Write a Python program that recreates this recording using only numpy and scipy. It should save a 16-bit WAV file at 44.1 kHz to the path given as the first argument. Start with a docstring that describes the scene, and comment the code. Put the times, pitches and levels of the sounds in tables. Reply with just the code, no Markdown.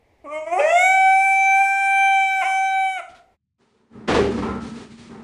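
"""A husky in a hallway starts on a low moan, breaks up into one long, clear howl, cracks once and drops off.
Its voice is a stack of sine waves (partials) with shaped levels, plus breath noise and a hall echo.
Then, in a bathroom, a cat pushes a plastic bottle off the rim of a bathtub: it slides (uneven noise),
crashes into the hollow tub (noise bursts and fading tones), bounces and rolls about while the tub booms."""
import sys
import numpy as np
from scipy import signal
from scipy.fft import rfft, irfft, next_fast_len
from scipy.io import wavfile
from scipy.ndimage import map_coordinates

SR = 44100
rng = np.random.default_rng(int(sys.argv[2]) if len(sys.argv) > 2 else 0)


def transcribe(signal):
    """Save signal, clipped to [-1, 1], as a 16-bit WAV file at the path in sys.argv[1]."""
    frames = np.atleast_2d(signal).T
    limited = np.clip(frames, -1, 1)
    pcm = np.round(limited * 32767).astype(np.int16)
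    wavfile.write(sys.argv[1], SR, pcm)


N = 231026
TIME = np.arange(N) / SR  # seconds
MOAN_START_S, HOWL_START_S, HOWL_END_S = 0.24, 0.594, 3.011

# Low noise of thuds and of the bathroom's rumble. Each row: frequency in Hz, relative level in dB.
THUD_SPECTRUM = [(25, -28), (50, -13), (72, -0.5), (125, -3), (200, -6.5), (400, -32), (900, -88)]


def amp(db):
    """Turn decibels into gain."""
    return 10 ** (np.asarray(db) / 20)


def unit(x):
    """Scale to an average (rms) strength of 1."""
    return x / np.sqrt(np.mean(x ** 2) + 1e-20)


def along(points, hz):
    """Read a table of (Hz, value) rows at any frequency, on a log axis."""
    f, v = np.transpose(points)
    return np.interp(np.log(hz + 1), np.log(f + 1), v)


def curves(rows):
    """Draw one curve over time for each column after the time."""
    s, *columns = np.transpose(rows)
    return [np.interp(TIME, s, column) for column in columns]


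def between(start, stop, fade):
    """A gate that starts to open at start and is shut at stop."""
    return np.clip((TIME - start) / fade, 0, 1) * np.clip((stop - TIME) / fade, 0, 1)


def swell(s, width):
    """A smooth hump of height 1 around time s."""
    return np.exp(-((TIME - s) / width) ** 2)


def stroke(start, length, attack, sag, release):
    """A straight rise, a hold that sags, then a steeper release (both in dB a second)."""
    t = np.maximum(TIME - start, 0)
    return np.minimum(t / attack, 1) * amp(-sag * t - release * np.maximum(t - length, 0))


def wobble(rate):
    """A smooth random curve through rate random points a second."""
    coarse = np.linspace(0, N / SR, N // 32)
    points = rng.standard_normal(int(N * rate / SR) + 4)
    return np.interp(TIME, coarse, map_coordinates(points, [coarse * rate]))


def filtered(x, response):
    """Weight each frequency of x by the response."""
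    m = next_fast_len(len(x) + SR // 2)
    return irfft(rfft(x, m) * response(np.fft.rfftfreq(m, 1 / SR)), m)[:len(x)]


def coloured(x, spectrum):
    """Give x the tone colour of a (Hz, dB) table, at rms 1."""
    return unit(filtered(x, lambda hz: amp(along(spectrum, hz))))


def noise(spectrum, size=N):
    """Random hiss or rumble of the given tone colour, at rms 1."""
    return coloured(rng.standard_normal(size), spectrum)


def resonate(x, modes):
    """Send x through a body with (Hz, width in Hz, dB) resonances, at rms 1."""
    def body(f):
        total = 0
        for k, (centre, width, db) in enumerate(modes):
            peak = 1j * f * width / (centre * centre - f * f + 1j * f * width)
            total = total + (-1) ** k * amp(db) * peak  # neighbours have opposite signs
        return total
    return unit(filtered(x, body))


def die_away(x, decay):
    """Let each frequency of x fade at its own speed, given as seconds to fall by 60 dB."""
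    hz, t, z = signal.stft(x, SR, nperseg=256)
    fading = z * amp(-60 * t / along(decay, hz)[:, None])
    return signal.istft(fading, SR, nperseg=256)[1][:len(x)]


def ring(modes, t):
    """Tones of a struck body that each fade, at new random strengths for each blow."""
    total = 0
    for hz, db, t60 in modes:
        gain = amp(db + rng.normal(0, 3.55) - 60 * t / t60)
        total = total + gain * np.sin(2 * np.pi * (hz * t + rng.random()))
    return total


def add(track, s, sound):
    """Mix a sound into the track at time s."""
    part = track[round(s * SR):][:len(sound)]
    part += sound[:len(part)]


def hall_hum():
    """The quiet hum of the hall: low noise of slowly changing level."""
    # Each row: time in seconds, level in dB.
    hum_level = [(0, -63), (.7, -55), (1.2, -63.5), (2.9, -70), (3.37, -62)]
    # Each row: frequency in Hz, relative level in dB.
    hum_spectrum = [(20, -10.5), (70, -3), (150, -16.5), (450, -10), (850, -13), (1400, -29.5), (2100, -17),
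                    (3000, -29), (14000, -47.5)]
    return amp(curves(hum_level)[0]) * noise(hum_spectrum)


def shuffles(thud_t60=0.3, rustle_t60=0.25, attack_s=0.01):
    """Dull knocks on the hall floor: fading low noise, each with a brief rustle of brighter noise."""
    # Each row: start in seconds, thud level in dB, rustle level in dB.
    bumps = [(0.649, -46.5, -85), (0.723, -50.5, -81.5), (3.086, -51, -49.5), (3.144, -58, -48)]
    # Tone colour of the knocks and of the rustles. Each row: frequency in Hz, relative level in dB.
    knock_spectrum = [(25, -5.5), (50, -5), (80, 0.5), (125, -7.5), (200, -4.5), (400, -1.5), (900, -30.5),
                      (2000, -62)]
    rustle_spectrum = [(300, -13.5), (1200, 3), (3500, -0.5), (10000, -17), (12500, -35.5)]
    out, t = np.zeros(N), np.arange(SR) / SR
    for s, thud_db, rustle_db in bumps:
        thud = amp(thud_db - 60 * t / thud_t60) * noise(knock_spectrum, size=SR)
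        rustle = amp(rustle_db - 60 * t / rustle_t60) * noise(rustle_spectrum, size=SR)
        add(out, s, (thud + rustle) * (1 - np.exp(-t / attack_s)))
    return out


def hiss(flicker_db=3.5):
    """Air hisses past the teeth: it grows into the rising start of the howl, then fades to a faint hiss."""
    # Each row: frequency in Hz, relative level in dB.
    teeth_spectrum = [(2000, -25), (3000, -10), (4300, -21.5), (5500, -5), (7800, -1), (10500, -14.5),
                      (12000, -38), (14000, -61.5)]
    peak_s, peak_db, held_db = 0.74, -50.5, -70
    grows_db_per_s, fades_db_per_s = 38, 60
    t = TIME - peak_s
    strain = amp(peak_db + np.minimum(grows_db_per_s * t, -fades_db_per_s * t))
    level = (strain + amp(held_db)) * amp(flicker_db * wobble(14))
    return level * noise(teeth_spectrum) * between(MOAN_START_S, HOWL_END_S, 0.14)


def glides(scoop_s=0.37, scoop_curve=2.03, drop_s=0.024):
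    """How much of the opening scoop is still to go, and how far the closing drop has come, 0-1."""
    # the scoop rises ever more slowly; the drop falls ever faster as the air runs out
    scoop = np.clip(1 - (TIME - HOWL_START_S) / scoop_s, 0, 1) ** scoop_curve
    drop = np.exp(np.minimum(TIME - HOWL_END_S, 0) / drop_s)
    return scoop, drop


def breaks():
    """Pitch dip, roughness and rasp where the vocal folds lose their beat: quick to come, slower to heal."""
    # Each row: time in seconds, half width in seconds, recovery in seconds, pitch dip in Hz
    # (negative: a rise), added roughness 0-1, added rasp in dB.
    break_rows = [(.595, 0.027, 0.047, 1.5, 0.4, -29.5), (1.61, .018, .06, -11.5, 0.02, -55.5),
                  (2.434, .018, .028, 52, .3, -28.5), (2.995, .014, .025, 1, 0.47, -36)]
    # between breaks the voice is nearly clean, slowly getting hoarser
    held_rough, held_rasp_db, rasp_grows_db_per_s = 0.019, -73.5, 7.5
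    dip, rough = np.zeros(N), np.full(N, held_rough)
    rasp = amp(held_rasp_db + rasp_grows_db_per_s * (TIME - HOWL_START_S))
    for s, width, recovery, dip_hz, roughness, rasp_db in break_rows:
        hump = swell(s, width)
        shape = np.where(TIME < s, hump, np.exp(-np.abs(TIME - s) / recovery))
        dip = dip + dip_hz * hump
        rough = rough + roughness * shape
        rasp = rasp + amp(rasp_db) * shape
    return dip, rough, rasp


def fold_phase(pitch, rough, jitter, tremor):
    """Swing of the vocal folds: a slight tremor always, fast jitter when rough."""
    shake = tremor * wobble(35) + jitter * rough * wobble(250)
    return 2 * np.pi * np.cumsum(pitch * (1 + shake)) / SR


def throat_air():
    """Tone colour of the turbulent air in the throat."""
    # Each row: frequency in Hz, relative level in dB.
    return [(120, -73.5), (280, -37.5), (390, -16), (750, 7), (1100, 7), (1500, -1.5), (1900, 3.5),
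            (2300, 9.5), (3000, -19), (3800, -20.5), (4400, -27), (6500, -18.5), (11000, -24),
            (14000, -53.5)]


def moan(air_db=-14, patchy_db=5.0, end_s=0.63, handover_s=0.048):
    """Low register: many partials slide through the throat resonances while the lips part."""
    # Each row: time in seconds, pitch in Hz.
    moan_pitch = [(.235, 365), (.266, 277), (.33, 306), (.45, 317), (.51, 337), (.57, 375), (.585, 405),
                  (.61, 415)]
    # Each row: time in seconds, level in dB.
    moan_level = [(0.24, -40), (0.268, -36), (0.382, -25.5), (0.452, -42.5), (0.474, -25), (0.512, -30),
                  (0.532, -17), (0.544, -20), (0.6, -20)]
    # Throat with the mouth half shut. Each row: frequency in Hz, relative level in dB.
    throat = [(280, -14.5), (390, -8.5), (620, 5.5), (760, 4), (940, -9), (1200, -7.5), (1550, -27),
              (1900, -22.5), (2200, -5.5), (2500, -22.5), (3100, -31), (3500, -41.5), (4200, -64),
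              (5500, -42.5), (7800, -36), (10500, -48.5), (12500, -71)]
    # Each row: frequency in Hz, share of the lip resonance 0-1.
    lip_share = [(850, 0.14), (1130, 1), (1450, 0.018)]
    pitch, = curves(moan_pitch)
    db, = curves(moan_level)
    # the folds start out rough and chesty, then settle
    onset_rough, onset_settle_s, onset_chest_db = 0.4, 0.053, 16.5
    onset = swell(MOAN_START_S, onset_settle_s)
    rough = onset_rough * onset + breaks()[1]
    lips_db = 18.5 * swell(0.29, 0.03)  # the lips ring briefly as they part
    phase = fold_phase(pitch, rough, jitter=0.066, tremor=0.002)
    gains = []
    for k in range(1, 34):
        body_db = along(throat, k * pitch) + lips_db * along(lip_share, k * pitch)
        gains.append(amp(body_db + patchy_db * np.log10(k) * wobble(25)))
    gains[0] = gains[0] * amp(onset_chest_db * onset)
    voice = sum(g * np.sin(k * phase) for k, g in enumerate(gains, 1))
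    voice = voice / np.sqrt(sum(g * g for g in gains) / 2)  # the level curve alone sets the loudness
    air = amp(air_db) * rough * noise(throat_air())
    gate = between(MOAN_START_S, np.inf, 0.0053) * between(0, end_s, handover_s)
    return amp(db) * (voice + air) * gate


def howl(air_db=-9, hiss_db=-68, choke_db=-10, waver=0.35, fray=9, patchy_db=4.0, flutter_db=6):
    """High register: clean partials; at a break, tones halfway between them and turbulent air join in."""
    # Each row: time in seconds, pitch of the held note in Hz (before scoop, drop and breaks).
    howl_pitch = [(1.08, 764.5), (1.25, 775), (1.57, 777), (1.73, 784.5), (2.1, 780), (2.25, 773.5),
                  (2.56, 767), (2.67, 771.5), (2.88, 765.5)]
    # Each row: time in seconds, basic level in dB of the fundamental, the third and the fourth partial.
    partial_levels = [(0.6, -10, -37, -43.5), (0.62, -15, -31.5, -47.5), (0.71, -19, -23.5, -26.5),
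                      (0.74, -14.5, -39, -39.5), (0.77, -15, -19.5, -35), (0.83, -20.5, -17, -42.5),
                      (1.07, -12.5, -21, -44.5), (1.22, -15.5, -19.5, -54), (1.54, -17, -19, -49),
                      (1.74, -24, -23.5, -51), (2.04, -19.5, -19.5, -35.5), (2.4, -17, -24, -43),
                      (2.42, -23.5, -25.5, -37), (2.64, -18.5, -25.5, -45), (2.86, -20.5, -27, -43),
                      (2.99, -34, -33.5, -43)]
    # The second partial fades where sound waves cancel in the hall.
    # Each row: time in seconds, half width in seconds, depth in dB.
    nodes = [(1.02, .04, 7.5), (1.175, 0.046, 14), (1.39, 0.073, 18), (1.64, 0.013, 13.5), (2.259, .03, 17),
             (2.559, 0.12, 8), (2.88, 0.12, 14.5)]
    # Tone colour of the howl's upper partials. Each row: frequency in Hz, relative level in dB.
    upper_colour = [(3100, 0.5), (3850, 3.5), (4650, -21), (5450, -5.5), (6200, 1.5), (7050, -3),
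                    (7800, -1.5), (8600, -5.5), (9400, -2.5), (10100, -13.5), (10850, -7), (11700, -17),
                    (13200, -20), (15000, -33)]
    # Throat for the tones halfway between the partials. Each row: frequency in Hz, relative level in dB.
    half_tones = [(260, -18), (385, -17.5), (800, 1), (1130, 1), (1900, 1.5), (2700, -1.5), (3500, -15.5),
                  (4300, -27), (6500, -21.5), (11000, -22.5), (14000, -53)]
    scoop_hz, drop_hz = 207.7, 143.3  # the voice scoops up to the note and at last falls off it
    scoop, drop = glides()
    dip, rough, rasp = breaks()
    pitch = curves(howl_pitch)[0] - scoop_hz * scoop - drop_hz * drop - dip
    age = TIME - HOWL_START_S

    first_db, third_db, fourth_db = curves(partial_levels)
    first_db = first_db + 12 * drop  # the fundamental flares in the closing drop
    # the fourth partial rings as the scoop carries it through this throat resonance
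    throat_hz, throat_width_hz, throat_db = 2350, 170, 17
    fourth_db = fourth_db + throat_db * np.exp(-((4 * pitch - throat_hz) / throat_width_hz) ** 2)
    # the second partial sags as the dog tires, is weak in the scoop and rings out in the drop
    second_db = -27 - 0.46 * age - 15.5 * scoop + 9 * drop
    second_db = second_db - sum(db * swell(s, width) for s, width, db in nodes)
    # partials above the fourth tire faster and are muffled while the mouth opens and closes
    upper_db = -36.5 - 3.5 * age - 13 * (scoop ** 2 + drop)
    upper_db = upper_db + 3.5 * swell(0.83, 0.07)  # the dog pushes hardest midway up the scoop

    phase = fold_phase(pitch, rough, jitter=0.07, tremor=0.00043)
    levels = [first_db, second_db, third_db, fourth_db]
    low = np.sqrt(2) * sum(amp(db) * np.sin(k * phase) for k, db in enumerate(levels, 1))
    # the faint high partials waver, are the first to fray and stay ragged until the note is reached
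    scoop_fray = 0.9
    ragged = np.minimum(fray * rough + scoop_fray * scoop, 1)
    colour_rise = 0.28  # the tone colour climbs in frequency as the mouth opens with the scoop
    upper = 0
    for k in range(5, 19):
        colour_db = along(upper_colour, k * pitch / (1 - colour_rise * scoop))
        stray = waver * wobble(45) + ragged * wobble(220)
        upper = upper + amp(colour_db + patchy_db * wobble(6.89)) * np.sin(k * phase + stray)
    # alternate strong and weak cycles of the folds put tones halfway between the partials
    halves = 0
    for k in range(15):
        half_db = along(half_tones, (k + 0.5) * pitch) + flutter_db * wobble(60)
        halves = halves + amp(half_db) * np.sin((k + 0.5) * phase)
    air = coloured(rng.standard_normal(N) * (2 + np.cos(phase)), throat_air())  # puffs with the folds

    clean = amp(choke_db * rough) * (low + amp(upper_db) * unit(upper))
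    voice = clean + rasp * (unit(halves) + amp(air_db) * air) + amp(hiss_db) * air
    attack_s, release_s = 0.022, 0.012
    gate = between(HOWL_START_S - attack_s / 2, np.inf, attack_s) * between(0, HOWL_END_S, release_s)
    return voice * gate


def hall_echo(dog, unsteady_weight=2.8, wet_db=-13, extra_db=6):
    """Echo of the hall, a fading noise tail; heard most while the voice slides or breaks."""
    # Each row: frequency in Hz, seconds to fall by 60 dB.
    hall_decay = [(150, 0.24), (770, 0.66), (2500, 0.33), (8000, 0.6), (14000, 0.04)]
    unsteady = np.minimum(unsteady_weight * (sum(glides()) + breaks()[1]), 1)
    tail = die_away(rng.standard_normal(SR), hall_decay)
    tail = np.pad(tail, (SR // 150, 0))  # the echo starts 1/150 s late
    sent = dog * amp(wet_db + extra_db * unsteady)
    return signal.fftconvolve(sent, tail / np.linalg.norm(tail))[:N]


def hallway():
    """The hall's hum and shuffles, the dog and its echo, shut off together at the end."""
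    dog = moan() + howl() + hiss()
    return (hall_hum() + shuffles() + dog + hall_echo(dog)) * between(-1, 3.372, 0.042)


def rolling(drum_trim_db=-2, rattle_trim_db=-4.0, scrape_trim_db=-1, rumble_db=-7, bump_db=0.5, drift=1.0):
    """Small uneven contacts of the moving bottle drum the tub, rattle its panels and scrape its skin."""
    # The bottle tips, slides and rolls. Each row: start in seconds, length in seconds,
    # drumming, rattle and scrape in dB before the trims.
    movements = [(3.58, 0.18, -62.5, -59, -67), (3.735, 0.15, -62, -59.5, -73.5),
                 (3.891, 0.04, -49, -52, -68), (3.923, 0.27, -37, -42.5, -63.5),
                 (4.291, 0.092, -27.5, -29, -41.5), (4.395, 0.17, -24, -24.5, -49),
                 (4.596, 0.11, -30, -38.5, -42.5), (4.728, 0.095, -34.5, -38, -43.5),
                 (4.884, 0.053, -40, -65, -50.5), (4.962, 0.11, -40.5, -51, -47),
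                 (5.08, .15, -37.5, -38, -56.5)]
    # Low tones that rolling keeps alive in the tub. Each row: frequency in Hz, relative level in dB.
    hollow_tones = [(127, -16), (210, -5), (232, -1), (285, -15.5)]
    # Rattling panels. Each row: frequency in Hz, width in Hz, relative level in dB.
    panels = [(385.5, 36, 6), (457, 36, 5), (522, 130, -5), (797, 105, -3.5), (915, 154, -4),
              (1295, 64, -6), (1378, 40, -8.5), (1850, 790, -15)]
    # Tone colour of the low rumble and of the scrape. Each row: frequency in Hz, relative level in dB.
    rumble_spectrum = [(30, -19.5), (75, 0.5), (150, 2), (260, 3.5), (400, -4.5), (560, -23.5), (900, -54)]
    scrape_spectrum = [(1200, 5.5), (2400, 5), (4200, 3), (6000, -2), (9500, -7), (11000, -26.5)]
    # each movement swells, slackens and rings out
    attack_s, sag_db_per_s, release_db_per_s = 0.036, 27, 115
    moves = np.array([stroke(s, length, attack_s, sag_db_per_s, release_db_per_s)
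                      for s, length, *_ in movements])
    strengths = amp([dbs for _, _, *dbs in movements]).T
    drumming, rattling, scraping = np.sqrt(strengths ** 2 @ moves ** 2)  # overlaps add as power
    bumps = unit(amp(bump_db * wobble(90)))
    tones = 0
    for hz, db in hollow_tones:
        tone = np.sin(2 * np.pi * hz * TIME + drift * wobble(20))
        tones = tones + amp(db + 4.0 * wobble(25)) * tone
    drum = amp(drum_trim_db) * unit(tones) + amp(rumble_db) * noise(rumble_spectrum)
    rattle = amp(rattle_trim_db) * resonate(bumps * rng.standard_normal(N), panels)
    scrape = amp(scrape_trim_db) * bumps * noise(scrape_spectrum)
    return drumming * drum + rattling * rattle + scraping * scrape


def boom(level_db=-17, shake_db=2, scatter=0.64):
    """The bottle skidding down into the tub makes its wall sing: one unsteady tone that sinks and settles."""
    start_s, end_s, attack_s, sag_db_per_s, release_db_per_s = 4.14, 4.305, 0.035, 27, 500
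    high_hz, low_hz, sink_at_s, sink_s = 483.5, 399, 4.191, 0.0091
    sunk = (1 + np.tanh((TIME - sink_at_s) / sink_s / 2)) / 2
    pitch = high_hz + (low_hz - high_hz) * sunk
    tone = np.sin(2 * np.pi * np.cumsum(pitch) / SR + scatter * wobble(120))
    skid = stroke(start_s, end_s - start_s, attack_s, sag_db_per_s, release_db_per_s)
    return np.sqrt(2) * amp(level_db + shake_db * wobble(90)) * tone * skid


def crash(attack_s=0.011, thud_t60=0.39, crackle_db=0.5):
    """Every blow clatters off the tiles, rings tub and bottle and thuds through the floor."""
    # The bottle strikes the tub. Each row: time in seconds, clatter, tub ring, low thud
    # and bottle ring in dB.
    blows = [(4.084, -15.5, -35, -27, -41), (4.105, -19.5, -39, -29.5, -51),
             (4.144, -15.5, -21, -25.5, -37), (4.171, -23, -24.5, -28, -42),
             (4.214, -33.5, -29.5, -29, -36), (4.247, -30, -28.5, -38, -44),
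             (4.379, -30.5, -27.5, -34, -48), (4.426, -34, -35, -32, -31), (4.488, -39, -40, -45, -26)]
    # Tones of the tub with the bottle on it, then of the bottle.
    # Each row: frequency in Hz, average level in dB, seconds to fall by 60 dB.
    tub_modes = [(71.6, -5.5, 0.94), (115.2, -6, 0.93), (173, -16, 0.51), (199.7, -3, 0.87),
                 (294, 0.5, 0.35), (386, -16, 0.34), (452, -7, 0.2), (498, 0, 0.36), (732, -12, 0.2),
                 (1133, -6, 0.22)]
    bottle_modes = [(533, -5, 0.26), (1034, -5, 0.27), (1313, -5, 0.77), (1383, -10, 0.57)]
    # Each row: frequency in Hz, relative level in dB.
    clatter_spectrum = [(88, -25), (150, -15), (263, -2.5), (478, -5.5), (645, -8), (885, -5.5), (949, -11),
                        (1020, -9.5), (2400, -16.5), (4380, -24.5), (10000, -42), (13000, -71),
                        (22000, -120)]
    # Each row: frequency in Hz, seconds to fall by 60 dB.
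    clatter_decay = [(200, 0.74), (1000, 0.42), (3000, 0.45), (9000, 0.48)]
    out, t = np.zeros(N), np.arange(SR) / SR
    for s, clatter_db, tub_db, thud_db, bottle_db in blows:
        crackle = unit(amp(crackle_db * wobble(298.3)[:SR]))  # the bottle chatters against the wall
        clatter = amp(clatter_db) * crackle * die_away(noise(clatter_spectrum, size=SR), clatter_decay)
        thud = amp(thud_db - 60 * t / thud_t60) * noise(THUD_SPECTRUM, size=SR)
        rings = amp(tub_db) * ring(tub_modes, t) + amp(bottle_db) * ring(bottle_modes, t)
        soft_start = 1 - np.exp(-(t / attack_s) ** 2)
        add(out, s - attack_s, (clatter + thud + rings) * soft_start)  # begins early by the attack
    return out


def bathroom(floor_db=-79, top_hz=10200):
    """The falling bottle over a faint steady rumble, with no top treble."""
    sound = amp(floor_db) * noise(THUD_SPECTRUM) + rolling() + boom() + crash()
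    return filtered(sound, lambda hz: 1 / np.sqrt(1 + (hz / top_hz) ** 120))


def scene():
    """The hallway, then the bathroom, as one channel."""
    return (hallway() + bathroom())[None]


def record(dry, top_hz=15500):
    """Nothing is kept above the band limit."""
    return np.array([filtered(channel, lambda hz: hz < top_hz) for channel in dry])


dry = scene()
out = record(dry)
transcribe(out)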